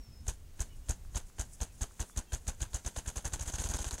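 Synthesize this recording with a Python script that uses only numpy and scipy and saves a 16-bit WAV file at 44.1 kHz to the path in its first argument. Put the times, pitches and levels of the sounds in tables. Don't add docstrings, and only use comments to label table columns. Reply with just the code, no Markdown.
import sys
import numpy as np
from scipy import signal
from scipy.fft import rfft, irfft
from scipy.io import wavfile
from scipy.ndimage import map_coordinates

SR = 44100
rng = np.random.default_rng(int(sys.argv[2]) if len(sys.argv) > 2 else 0)


def volts(x):
    e = np.asarray(x, float) / 20
    return 10 ** e


def pcm_store(signal):
    levels = np.round(np.clip(np.atleast_2d(signal), -1, 1) * 32767)
    wavfile.write(sys.argv[1], SR, levels.astype(np.int16).T)


N = 176400

# pitch_hz, level_db
HISS_COLOUR = [(150, -4), (300, -11), (900, -19.5), (1300, -22), (4800, -25.5), (6500, -24), (10500, -30),
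               (15800, -29)]
WIND_COLOUR = [(15, 8), (30, 0.5), (55, -0.5), (90, -5), (140, -17), (250, -28.5), (500, -47.5)]
FLUTTER_COLOUR = [(120, 6), (450, -1), (960, 0.5), (1200, -7), (1550, -1), (2100, -10.5), (3200, -6.5),
                  (5200, -11)]
SWISH_COLOUR = [(3500, -29), (5300, -16.5), (6400, 2.5), (7300, -3.5), (9300, -12), (11300, -21),
                (12600, -29.5), (15800, -31)]
SHEEN_COLOUR = [(4500, -14), (6500, -2), (8500, -2), (11300, -6.5), (12700, -17.5), (15800, -22)]

# time_s, level_db
GUSTS = [(0.0, -45.5), (0.21, -50.5), (0.41, -53.5), (0.96, -49), (1.05, -48), (1.18, -54), (1.46, -53),
         (1.64, -56.5), (1.76, -51.5), (2.04, -63), (2.38, -54), (2.66, -54), (2.85, -59), (3.09, -59.5),
         (3.49, -49), (3.72, -78), (3.87, -56), (4.0, -59)]
# centre_s, swell_db, width_ms
BUFFETS = [
    (.05, -15, 19.4),
    (.1, 1.5, 18),
    (.16, -6, 30),
    (.35, 3.5, 25),
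    (.446, 5, 19),
    (.75, 1.5, 16),
    (.856, -9, 7.4),
    (1.068, 1, 13),
    (1.32, -5.5, 39),
]

# time_s, pitch_hz, level_db
WHISTLE = [
    (0, 5680, -62),
    (.04, 5440, -63),
    (.1, 5240, -66),
    (.17, 5175, -61),
    (.225, 5230, -67),
    (.24, 5200, -85),
]
# start_s, length_s, from_hz, to_hz, level_db
CHIRPS = [(0.683, 0.037, 2980, 3020, -66), (0.706, 0.04, 2950, 2890, -61), (0.832, .03, 2920, 2880, -72),
          (0.693, 0.031, 2300, 2270, -69), (.07, .04, 2200, 2220, -75), (.11, .05, 2500, 2570, -75),
          (1.48, 0.071, 2200, 2230, -73), (1.667, 0.057, 2770, 2480, -68), (2.105, 0.044, 3350, 3550, -68),
          (2.262, 0.064, 3220, 3230, -64), (2.264, 0.039, 2640, 2750, -65)]
# start_s, peak_db, pitch_hz
TWIGS = [
    (1.051, -51.5, 1400),
    (1.3, -50.5, 1290),
    (1.911, -47.5, 1290),
    (2.098, -42, 1270),
    (2.549, -46, 7200),
]
# centre_s, swell_db, width_ms
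LEAF_STIRS = [
    (.79, 5, 37),
    (1.02, 1, 25),
    (1.225, -3, 11),
    (1.29, 8, 22),
    (1.53, 11, 29),
    (1.75, 9, 22),
    (1.93, 4.5, 22),
    (2.10, 11.5, 36),
    (2.43, 7, 12),
]
# start_s, mic_ring_peak_db, quill_hz, quill_db
QUILL_TICKS = [
    (2.6278, -31, 3320, -36),
    (3.3972, -32, 2900, -41),
    (3.5492, -38, 4380, -47),
    (3.557, -28, 3120, -45),
    (3.639, -31, 3310, -52),
    (3.738, -30, 5350, -40),
    (3.781, -50, 5300, -37),
    (3.7875, -45, 3500, -36.5),
    (3.8449, -29, 2800, -34),
    (3.9097, -32, 3980, -31.5),
]
# start_s, level_db, flutter_share_db, trailing_swish_db
CRACKS = [
    (3.523, -44, -7, -3),
    (3.5828, -46, -3, 0),
    (3.641, -35, -15, -16),
    (3.689, -35, -18, -20),
    (3.7396, -36, -8, -20),
    (3.786, -44, -4, 0),
    (3.8436, -44, 6.5, -2),
    (3.910, -40, 0, -11),
    (3.981, -44.5, 3.5, -3),
]

# suction_trough_s, thump_db, feather_db, snap_lead_ms
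STROKES = [(0.286, -24.5, -39, 19), (0.608, -25, -39, 14.8), (0.8991, -23, -39, 14.1),
           (1.1622, -26.5, -40, 16.4), (1.4013, -27, -37.5, 17.6), (1.619, -25.5, -39, 15.7),
           (1.8217, -26, -38.5, 11.8), (2.007, -26, -39, 12.5), (2.1779, -25, -37.5, 15.7),
           (2.3369, -25, -37.5, 16.2), (2.4838, -25, -38, 16), (2.6211, -25.5, -38, 16.5),
           (2.7488, -26, -39, 17), (2.8663, -28, -38.5, 19), (2.9782, -29.5, -39.5, 17.5),
           (3.0809, -28.5, -39, 22.3), (3.1741, -29.5, -39.5, 15.5), (3.2581, -29, -39, 13.5),
           (3.3392, -29.5, -39.5, 16), (3.4144, -28.5, -38.5, 21.3), (3.4814, -31, -39, 23),
           (3.5428, -28, -40.0, 8.8), (3.601, -27.5, -38.5, 17.2), (3.6544, -27, -39, 16.4),
           (3.7, -27.5, -39.5, 13), (3.7497, -26.5, -40.5, 13.6), (3.8086, -28.5, -39.5, 18.6),
           (3.8685, -29, -41, 20.4), (3.934, -29.5, -40.5, 20.6), (4.004, -46, -40.5, 20.6)]
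# snap_db, sweep_db, clap_and_brush_db, flutter_db
STROKE_ACCENTS = [(0, 0, 1.5, 0.5), (0, -0.5, 1.5, -0.5), (0, 2, 1, 0.5), (2.5, 0, 3, 2.5),
                  (-0.5, -2, 0, -1), (-2.5, 0.5, 1, 1), (3.5, 1, 0.5, 0), (0, 1, -1, 0.5),
                  (-2.5, 1, -2.5, -1), (-1, -1.5, -0.5, -0.5), (-1.5, 0.5, -1, 0), (-1, 2.5, -2.5, -0.5),
                  (1.5, 1, 0.5, 0.5), (-1.0, -2, -1, -0.5), (3, 1, -2, 0), (-1, -0.5, -1.0, -0.5),
                  (3, -0.5, -1, -0.0), (-0.0, 0, 1, 1.5), (-1.5, 3.0, 0.5, 2), (-3.5, -0.5, -1, -2),
                  (-2.5, 0, -1, 1), (-5, -2, -0.5, 1), (-1, -2, -0.5, 0.0), (-0.5, -1, -1.5, -0.0),
                  (-3.5, -1.5, 1, 2), (0.5, -0.5, 1, 2.5), (0, -5, -0.5, -1), (3, -3, 0.5, 0.5),
                  (0, -2.5, -1, -0.5), (-4, 0, 0.5, 6)]
# thump_late_ms, push_share
STROKE_PUSHES = [(-.4, .7), (0, .9), (-.2, 1), (-1.6, .95), (-.2, 1.15), (0, 1.05), (-.8, .8), (0, 1.05),
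                 (.6, 1.05), (-.4, 1.15), (.6, .95), (.6, .9), (.2, 1.1), (0, .9), (.4, .95), (-1.6, 1.15),
                 (-.8, 1.1), (.2, 1.2), (-1, 1.05), (-.6, 1.05), (-1.4, 1.1), (1.2, 1.05), (-.4, .95),
                 (.4, .9), (1.8, 1.05), (-.4, .95), (-2.6, .65), (0, .55), (-.2, .75), (0, .9)]
# from_trough_ms, rise_ms, fall_ms; the snap counts from its own start
PHASE_TIMES = [
    (-18, 18, 4),
    (2.8, 2.2, 3.2),
    (-3, 2.2, 3),
    (1, 3, 3.5),
    (6, 1.2, 2.4),
    (13.3, 3.8, 1.8),
    (19.5, 2.5, 3),
    (21, 3, 24),
]
# flutter_db, swish_db, sheen_db, change_db per stroke a second
PHASE_LEVELS = [
    (-32.5, -29, -28.5, 0.24),
    (-8, -15, -14.5, 0.293),
    (-7.5, 4, -10, -0.2664),
    (-5, -2.5, -11, 0.),
    (-0.5, -4, -6, -0.13),
    (-3, 2.5, -6.5, -0.3324),
    (-10, -14, -12, 0.3084),
    (-14.5, -17.5, -18, 0.1),
]
# from_trough_ms, width_ms, pressure_share
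AIR_PULSE = [
    (-5.8, 2.0, .36),
    (0, 2.4, -.86),
    (6.2, 1.9, .49),
    (10.8, 2.1, .49),
    (14.8, 1.6, -.12),
    (0, .8, -.13),
]


def walk(hz):
    knots = rng.standard_normal(4000)
    return map_coordinates(knots, [np.arange(N) * hz / SR], order=1, mode="wrap")


def colour(table, ragged_db=0., flicker_hz=150):
    hz, db = np.array(table, float).T
    octave = np.log2(np.arange(N // 2 + 1) * SR / N + 1)
    shape_db = np.interp(octave, np.log2(hz), db, left=-60, right=-60)
    full = rfft(rng.standard_normal(N)) * volts(shape_db)
    x = np.zeros(N)
    for k in range(int(np.log2(hz[0])) - 1, int(np.log2(hz[-1])) + 3):
        band = irfft(full * np.maximum(1 - abs(octave - k), 0), N)
        x += band * volts(ragged_db * walk(flicker_hz))
    return x / x.std()


def bell(offset, width):
    return np.exp(-.5 * (offset / width) ** 2)


def hump(ms, rise, fall):
    return np.where(ms < 0, bell(np.minimum(ms, 0), rise), np.exp(-np.maximum(ms, 0) / fall))


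def tone(hz, ms):
    return np.sin(2 * np.pi * hz * ms / 1000)


def glide(hz):
    return np.sin(2 * np.pi * np.cumsum(hz) / SR)


def add(out, at_s, shape, before=3000, after=7000):
    i = np.arange(max(int(at_s * SR) - before, 0), min(int(at_s * SR) + after, N))
    out[..., i] += shape((i / SR - at_s) * 1000)


def recorder_hiss():
    return colour(HISS_COLOUR) * volts(-64.5 + 0.57 * walk(5.0))


def wind(t):
    at, db = np.array(GUSTS).T
    lump_db = sum(swell * bell((t - centre) * 1000, width) for centre, swell, width in BUFFETS)
    level_db = np.interp(t, at, db) + lump_db + 3.0 + 1.2 * walk(17)
    return colour(WIND_COLOUR, ragged_db=3.0, flicker_hz=13) * volts(level_db)


def birds(t):
    at, hz, db = np.array(WHISTLE).T
    wobble = 1 + .007 * walk(150)
    fade = volts(3.2 * walk(80))
    out = volts(np.interp(t, at, db, right=-120)) * glide(np.interp(t, at, hz) * wobble)
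    for start, length, from_hz, to_hz, db in CHIRPS:
        u = np.clip((t - start) / length, 0, 1)
        out += volts(db) * np.sin(np.pi * u) * glide((from_hz + (to_hz - from_hz) * u) * wobble)
    out = out * fade
    echo = np.roll(out, int(.016 * SR)) * volts(-5 + 3 * walk(40))
    return .7 * (out + echo)


def twigs():
    out = np.zeros(N)
    for at, db, hz in TWIGS:
        add(out, at, lambda ms: volts(db) * hump(ms, .15, .7) * tone(hz, ms))
    return out


def leaves():
    stir_db = np.zeros(N)
    for at, db, width in LEAF_STIRS:
        add(stir_db, at, lambda ms: db * bell(ms, width))
    swell_db, fleck_db = 1.6 * walk(8.4), 3.0 * walk(140)
    rustle = colour(SHEEN_COLOUR, ragged_db=2.5, flicker_hz=30)
    return rustle * volts(-74 + stir_db + swell_db + fleck_db)


def quills():
    mic_ring_hz, fall_ms = 6540, 0.68
    out = np.zeros(N)
    for at, ring_db, hz, db in QUILL_TICKS:
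        add(out, at, lambda ms: hump(ms, .12, fall_ms) * (
            volts(ring_db) * tone(mic_ring_hz, ms) + volts(db) * tone(hz, ms)))
    return out


def add_stroke_phases(power):
    snap_fall_ms_per_hz, blur_per_hz, flutter_db_per_hz = 0.37, .035, -0.13
    scatter_db, scatter_ms = .9, .6
    chance = rng.standard_normal((40, 2, 8))
    rates_hz = 1 / np.gradient(np.array(STROKES)[:, 0])
    is_snap = np.arange(8) == 1
    for (at, _, db, lead), rate, (lates, sizes), accent in zip(STROKES, rates_hz, chance, STROKE_ACCENTS):
        snap, sweep, clap, low = accent
        blur = 1 + blur_per_hz * max(rate - 4, 0)
        times = np.array(PHASE_TIMES) + np.outer(is_snap, [-lead, 0, snap_fall_ms_per_hz * rate])
        accents = [(snap, snap)] * 2 + [(low, sweep)] * 2 + [(low, clap)] * 4
        for (m, rise, fall), (*mix, tempo_db), late, size, (own, bright) in zip(
                times, PHASE_LEVELS, lates, sizes, accents):
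            level_db = db + tempo_db * rate + scatter_db * size + np.array(mix)
            level_db = level_db + [flutter_db_per_hz * rate + own, bright, bright]
            gain = volts(level_db)[:, None]
            middle = m + scatter_ms * late
            add(power, at, lambda ms: (gain * hump(ms - middle, rise * blur, fall * blur)) ** 2)


def add_cracks(power):
    for at, db, share_db, trail_db in CRACKS:
        gain = volts(db + np.array([[share_db], [0], [-7.0]]))
        add(power, at, lambda ms: (gain * hump(ms, 0.33, 1.1)) ** 2)
        add(power[1], at, lambda ms: (volts(db + trail_db) * hump(ms - 3, 2.2, 12)) ** 2)


def feathers():
    power = np.zeros((3, N))
    add_stroke_phases(power)
    add_cracks(power)
    flutter = colour(FLUTTER_COLOUR, ragged_db=2.0, flicker_hz=118.9)
    swish = colour(SWISH_COLOUR, ragged_db=1.0, flicker_hz=211)
    sheen = colour(SHEEN_COLOUR, ragged_db=-3.0, flicker_hz=179.5)
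    crackle = volts(1.9 * walk(750))
    return np.sum(np.sqrt(power) * [flutter, swish, sheen], axis=0) * crackle


def thumps():
    lobes = AIR_PULSE + [(25.5, 2.3, -volts(-14))]
    scatter = .15 * np.array([0, 0, .6, .6, 2.5, 3, 2.7])
    out, chance = np.zeros(N), rng.standard_normal((40, 7))
    for (at, db, _, _), (late, push), c in zip(STROKES, STROKE_PUSHES, chance):
        uneven = [push, 1, 1, 1, 1, 1, 1] + scatter * c
        add(out, at, lambda ms: volts(db) * sum(
            u * p * bell(ms - late - m, w) for (m, w, p), u in zip(lobes, uneven)))
    return out


def scene():
    t = np.arange(N) / SR
    background = recorder_hiss() + wind(t) + birds(t) + twigs() + leaves()
    bird = quills() + feathers() + thumps()
    return (background + bird)[None]


def band_limit(x):
    return signal.sosfilt(signal.butter(12, 15920, fs=SR, output="sos"), x)


def record(dry):
    x = signal.sosfilt(signal.butter(1, 8, "high", fs=SR, output="sos"), dry)
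    x = signal.sosfilt(signal.ellip(10, .2, 60, 15850, fs=SR, output="sos"), x)
    return band_limit(x)


dry = scene()
out = record(dry)
pcm_store(out)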